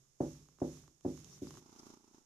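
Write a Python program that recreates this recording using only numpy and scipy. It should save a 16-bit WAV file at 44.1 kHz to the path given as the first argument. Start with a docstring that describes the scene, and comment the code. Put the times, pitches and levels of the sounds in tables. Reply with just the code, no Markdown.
"""In a small quiet room, a cat is brushed on a wooden cat tree.
Friction of bristles in fur gives a hiss and brief rasps; snagged bristles tick as they spring free.
Each stroke rocks the tree, and the impact excites damped modes of wood and room: a dull, ringing knock.
When the brushing stops, the cat purrs softly: pulses of the larynx drive the resonances of its throat."""
import sys
import numpy as np
from scipy import signal
from scipy.fft import rfft, irfft
from scipy.io import wavfile

SR = 44100
rng = np.random.default_rng(int(sys.argv[2]) if len(sys.argv) > 2 else 0)


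def generate_wav(signal):
    """Clip the signal to [-1, 1] and save it as 16-bit WAV at the path in sys.argv[1]."""
    frames = np.transpose(np.atleast_2d(signal))
    scaled = np.clip(frames, -1, 1) * 32767
    pcm = np.round(scaled).astype(np.int16)
    wavfile.write(sys.argv[1], SR, pcm)


N = 99225
TIME = np.arange(N) / SR

# still room: (frequency [Hz], relative density [dB])
ROOM_SPECTRUM = [(25, 17), (70, 11.5), (150, 9.5), (350, 6), (600, 3.5), (2000, -5), (4000, -5),
                 (8000, -4.5), (13500, -8.5)]
# brush strokes: (start [s], rise [s], hold [s], release [s], level [dB], left over right [dB])
STROKES = [(-.22, 0.083, .1, 0.25, -79, 1), (0.188, 0.031, 0.091, 0.29, -67, 0),
           (0.584, 0.064, 0.13, 0.19, -67.5, 0.5), (1.024, 0.058, 0.12, 0.088, -67.5, -0.5),
           (1.206, 0.067, 0.12, 0.07, -69.5, 1.5), (1.411, 0.017, 0.16, 0.044, -66.5, 3.5)]
# bristles in fur: (frequency [Hz], relative density [dB])
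FUR_SPECTRUM = [(300, 9), (1100, -1), (2000, -1), (3500, -1), (5500, -3), (8000, -5), (11000, -5),
                (13500, -6)]
# dull rubbing under a stroke: (frequency [Hz], relative density [dB])
RUB_SPECTRUM = [(60, -13.5), (140, 7.5), (260, -9), (400, -4), (560, -24), (1000, -39)]
# brush head: (frequency [Hz], gain [dB], t60 [s])
BRUSH_MODES = [(800, -1.5, 0.0076), (1090, -1, 0.015), (1333, 1, 0.005)]
# knocks of the tree: (time [s], level [dB], contact cut-off [Hz])
KNOCKS = [(0.2037, -2.6, 741), (0.6163, -4.0, 719), (0.6271, -13.8, 490), (1.0485, -8.6, 758),
          (1.0588, -4.6, 392), (1.4178, -13.5, 418), (1.428, -13.6, 327)]
# short thud of the wood: (frequency [Hz], gain [dB], t60 [s])
WOOD_MODES = [(289, -18.1, .021), (500, -7, .003), (701, -19, .006)]
# reflections of the thud from nearby surfaces: (delay [s], gain [dB])
ECHOES = [(.0104, -1.1), (.0307, -6.5), (.0437, -7.6), (.0615, -13), (.0765, -13)]
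# long ring of tree and room: (frequency [Hz], gain [dB], t60 [s])
RING_MODES = [(54.7, -45, 0.75), (73.4, -48.5, 0.63), (105.2, -52.5, 0.53), (142.3, -39.5, 0.53),
              (155.5, -40, 0.55), (200.8, -45, 0.34), (254.9, -33.5, 0.35), (279.3, -44.5, .28),
              (301.3, -51.5, 0.67), (327, -35, 0.33), (357.8, -34, 0.25), (378.9, -36, 0.19),
              (454.6, -34.5, 0.19), (513, -48.5, 0.28), (551, -36.5, .2), (578.6, -36, 0.25),
              (687, -43, 0.12), (748, -35.5, 0.087), (836, -51, 0.3)]
# diffuse tail of a knock: (frequency [Hz], relative density [dB])
TAIL_SPECTRUM = [(50, -20), (130, -11), (330, -9), (550, -2), (900, -2), (1400, -2), (1800, 2), (2500, -8)]
# bristles snag and let go: (time [s], tick level [dB], snap level [dB])
SNAGS = [(0.4864, -58.5, -69), (0.586, -57, -72), (0.6027, -55.5, -65), (0.837, -61, -81),
         (0.8783, -55.5, -66.5), (1.009, -67, -66), (1.175, -53.5, -59.5), (1.245, -79, -53.5),
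         (1.47, -49, -59), (1.5068, -47, -55.5), (1.5078, -83, -58), (1.5405, -54, -71), (1.5525, -57, -65),
         (1.572, -48, -59), (1.58, -55, -61)]
# bright snap of a bristle: (frequency [Hz], relative density [dB])
SNAP_SPECTRUM = [(1500, -6), (3000, 0.5), (5500, -2), (8000, -8.5), (13000, -12)]
# thin rasps of fur: (peak time [s], half length [s], centre frequency [Hz], level [dB])
SCRAPES = [(1.336, 0.036, 5650, -69.5), (1.483, 0.0079, 4900, -68), (1.795, 0.006, 5440, -64.5)]
# strength of the purr: (time [s], level [dB])
PURR_EFFORT = [(1.62, -10.5), (1.7, -7.5), (1.8, -3.5), (1.837, -7.5), (1.865, -2.5), (1.941, -6),
               (2.006, -16), (2.075, -13.5), (2.115, -16.5), (2.148, -10), (2.186, -11.5), (2.218, -19)]
# the cat's throat: (frequency [Hz], gain [dB], t60 [s])
THROAT_MODES = [(258, -44, 0.034), (387.5, -48.5, 0.043), (892, -53, 0.022), (1210, -69, 0.013)]
# air through the nose: (frequency [Hz], relative density [dB])
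NOSE_SPECTRUM = [(300, 0), (560, -4.5), (850, 1.5), (1350, 0), (1650, -12), (3000, -11.5), (5500, -12),
                 (7500, -17), (13000, -18)]
# microphone port resonances, a list for each side: (frequency [Hz], bandwidth [Hz], lift [dB])
PORTS = [
    [(3650, 300, 5.5), (5830, 1500, 6)],
    [(5510, 654, 9), (6670, 670, 15.5)],
]

ROOM_T60_S = .21


def from_db(db):
    """Amplitude grows tenfold for every 20 dB."""
    return 10 ** (np.asarray(db) / 20)


def rms_one(x):
    """Normalisation to unit mean power."""
    return x / np.sqrt(np.mean(x ** 2) + 1e-20)


def pan(db):
    """Direction is heard from relative level: two gains, left above right by db."""
    return from_db(np.array([[db], [-db]]) / 2)


def colour(x, spectrum):
    """Spectral shaping by a curve of (Hz, dB) points, normalised to rms 1."""
    hz, db = np.transpose(spectrum)
    bins = np.maximum(np.fft.rfftfreq(N, 1 / SR), 1)
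    gain = from_db(np.interp(np.log(bins), np.log(hz), db))
    return rms_one(irfft(rfft(x) * gain, N))


def noise(spectrum):
    """Coloured noise, incoherent between left and right."""
    return colour(rng.standard_normal((2, N)), spectrum)


def decay(t60):
    """Exponential damping: 60 dB lost in t60 seconds."""
    return np.exp(-np.log(1000) * TIME / t60)


def ring(modes, sign=-1):
    """Superposition of damped modes; neighbours start in antiphase (sign -1) or in phase (sign 1)."""
    return sum(sign ** k * from_db(db) * decay(t60) * np.sin(2 * np.pi * hz * TIME)
               for k, (hz, db, t60) in enumerate(modes))


def delay(x, s):
    """Propagation delay of s seconds on a mono signal."""
    return np.interp(TIME - s, TIME, x, left=0)


def clicks(times, db):
    """Ideal impulses, each one sample long."""
    out = np.zeros(N)
    np.add.at(out, np.clip(np.atleast_1d(times) * SR, 0, N - 1).astype(int), from_db(db))
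    return out


def grains(per_s, spread_db):
    """Shot noise: independent impulses of random size and sign."""
    occurs = rng.random(N) < per_s / SR
    size = from_db(spread_db * np.minimum(rng.exponential(1, N), 4))
    return occurs * size * rng.choice([-1, 1], N)


def excite(force, response):
    """A linear system convolves the force with its impulse response."""
    return signal.fftconvolve(np.atleast_2d(force), np.atleast_2d(response), axes=1)[:, :N]


def soften(x, hz):
    """A compliant contact acts as a low-pass filter."""
    return signal.sosfilt(signal.butter(4, hz, fs=SR, output="sos"), x + 1e-18)


def room_tone():
    """Free decay of one room mode, struck by an earlier knock, over faint ambient noise."""
    mode_hz, mode_db, t60_s = 135.4, -69.5, 0.74
    return from_db(-77.5) * noise(ROOM_SPECTRUM) + ring([(mode_hz, mode_db, t60_s)])


def brushing():
    """Friction noise follows the pressure of each stroke: hiss, flicking hairs, ticks and rubbing."""
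    release_drop_db = 20.5
    pressure = 0
    for start, rise, hold, release, db, pan_db in STROKES:
        swell = np.clip((TIME - start) / rise, 0, 1)
        fade_db = release_drop_db * np.maximum(TIME - start - rise - hold, 0) / release
        pressure = pressure + pan(pan_db) * swell * from_db(db - fade_db)
    flicks = np.array([grains(per_s=2500, spread_db=2.5) for side in range(2)])
    hairs = 0.79 * colour(flicks, FUR_SPECTRUM)
    ticks = from_db(-3.5) * excite(grains(per_s=190, spread_db=3.0), ring(BRUSH_MODES))
    hiss = noise(FUR_SPECTRUM)
    rub = from_db(6) * colour(rng.standard_normal(N), RUB_SPECTRUM)
    return pressure * (hiss + hairs + ticks + rub)


def tree_knocks():
    """Impacts and the tug of snags excite modes of wood and room, with echoes and reverberation."""
    tug_db, tug_hz, low_cut_hz = 14.5, 463, 66
    ring_delay_s, left_lag_s = .00361, .00019
    knocks = sum(soften(clicks(s, db), hz) for s, db, hz in KNOCKS)
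    snag_times, tick_db, _ = np.transpose(SNAGS)
    tugs = soften(clicks(snag_times, tick_db + tug_db), tug_hz)
    force = signal.sosfilt(signal.butter(4, low_cut_hz, "high", fs=SR, output="sos"), knocks + tugs)
    thud = ring(WOOD_MODES)
    echoes = sum(from_db(db) * delay(thud, lag) for lag, db in ECHOES)
    ringing = pan(db=1.5) * delay(ring(RING_MODES, sign=1), ring_delay_s)
    left, right = thud + echoes + ringing
    tail = from_db(-26.5) * noise(TAIL_SPECTRUM) * decay(ROOM_T60_S)
    return excite(force, np.array([delay(left, left_lag_s), right]) + tail)


def snags():
    """Elastic release: a freed bristle rings the brush head and snaps brightly."""
    times, tick_db, snap_db = np.transpose(SNAGS)
    ticks = pan(db=-4.5) * excite(clicks(times, tick_db), ring(BRUSH_MODES))
    snaps = excite(clicks(times, snap_db), noise(SNAP_SPECTRUM) * decay(t60=.013))
    return ticks + snaps


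def scrapes():
    """Scraping fur gives narrow-band friction noise in short Gaussian swells."""
    out = 0
    for s, half_s, hz, db in SCRAPES:
        rasp = signal.lfilter(*signal.iirpeak(hz, Q=9.9, fs=SR), rng.standard_normal((2, N)))
        swell = np.exp(-((TIME - s) / half_s) ** 2)
        out = out + from_db(db) * swell * rms_one(rasp)
    return pan(db=11.5) * out


def purr():
    """Source and filter: paired larynx pulses ring the throat and send puffs of air through the nose."""
    start_s, rate_hz, jitter_s, uneven_db = 1.622, 28.65, .0008, 1.5
    lead_s, lead_db = 0.0093, -10.5   # a weaker pulse comes just before each beat
    puff_rise_s = .003
    times, levels_db = np.transpose(PURR_EFFORT)
    effort_db = np.interp(TIME, times, levels_db)
    beats = np.arange(start_s, times[-1], 1 / rate_hz)
    beats = beats + jitter_s * rng.standard_normal(N)[:len(beats)]
    beat_db = uneven_db * rng.standard_normal(N)[:len(beats)]
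    pulses = clicks(beats, beat_db) + clicks(beats - lead_s, lead_db)
    voice = excite(pulses * from_db(effort_db), ring(THROAT_MODES))
    room = rng.standard_normal((2, N)) * decay(ROOM_T60_S)
    reverberation = from_db(-12.5) * excite(voice, rms_one(room) / np.sqrt(N))
    puffs = excite(pulses, TIME / puff_rise_s * np.exp(1 - TIME / puff_rise_s))
    breath = from_db(-62.5 + 1.066 * effort_db) * (TIME > beats[0] - lead_s)
    airflow = breath * (1 + from_db(-0.5) * puffs)
    return voice + reverberation + pan(db=1.5) * airflow * noise(NOSE_SPECTRUM)


def scene():
    """Superposition: the pressures of all sources add at the microphones."""
    return tree_knocks() + brushing() + snags() + scrapes() + purr() + room_tone()


def record(dry):
    """Resonance of each microphone port lifts the treble; a steep low-pass limits the bandwidth."""
    cutoff_hz = 13550
    channels = []
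    for x, port in zip(dry, PORTS):
        for hz, width_hz, lift_db in port:
            resonance = signal.lfilter(*signal.iirpeak(hz, hz / width_hz, fs=SR), x)
            x = x + (from_db(lift_db) - 1) * resonance
        channels.append(x)
    low_pass = signal.ellip(12, .1, 70, cutoff_hz, fs=SR, output="sos")
    return signal.sosfilt(low_pass, np.array(channels) * pan(db=-2.5))


dry = scene()
out = record(dry)
generate_wav(out)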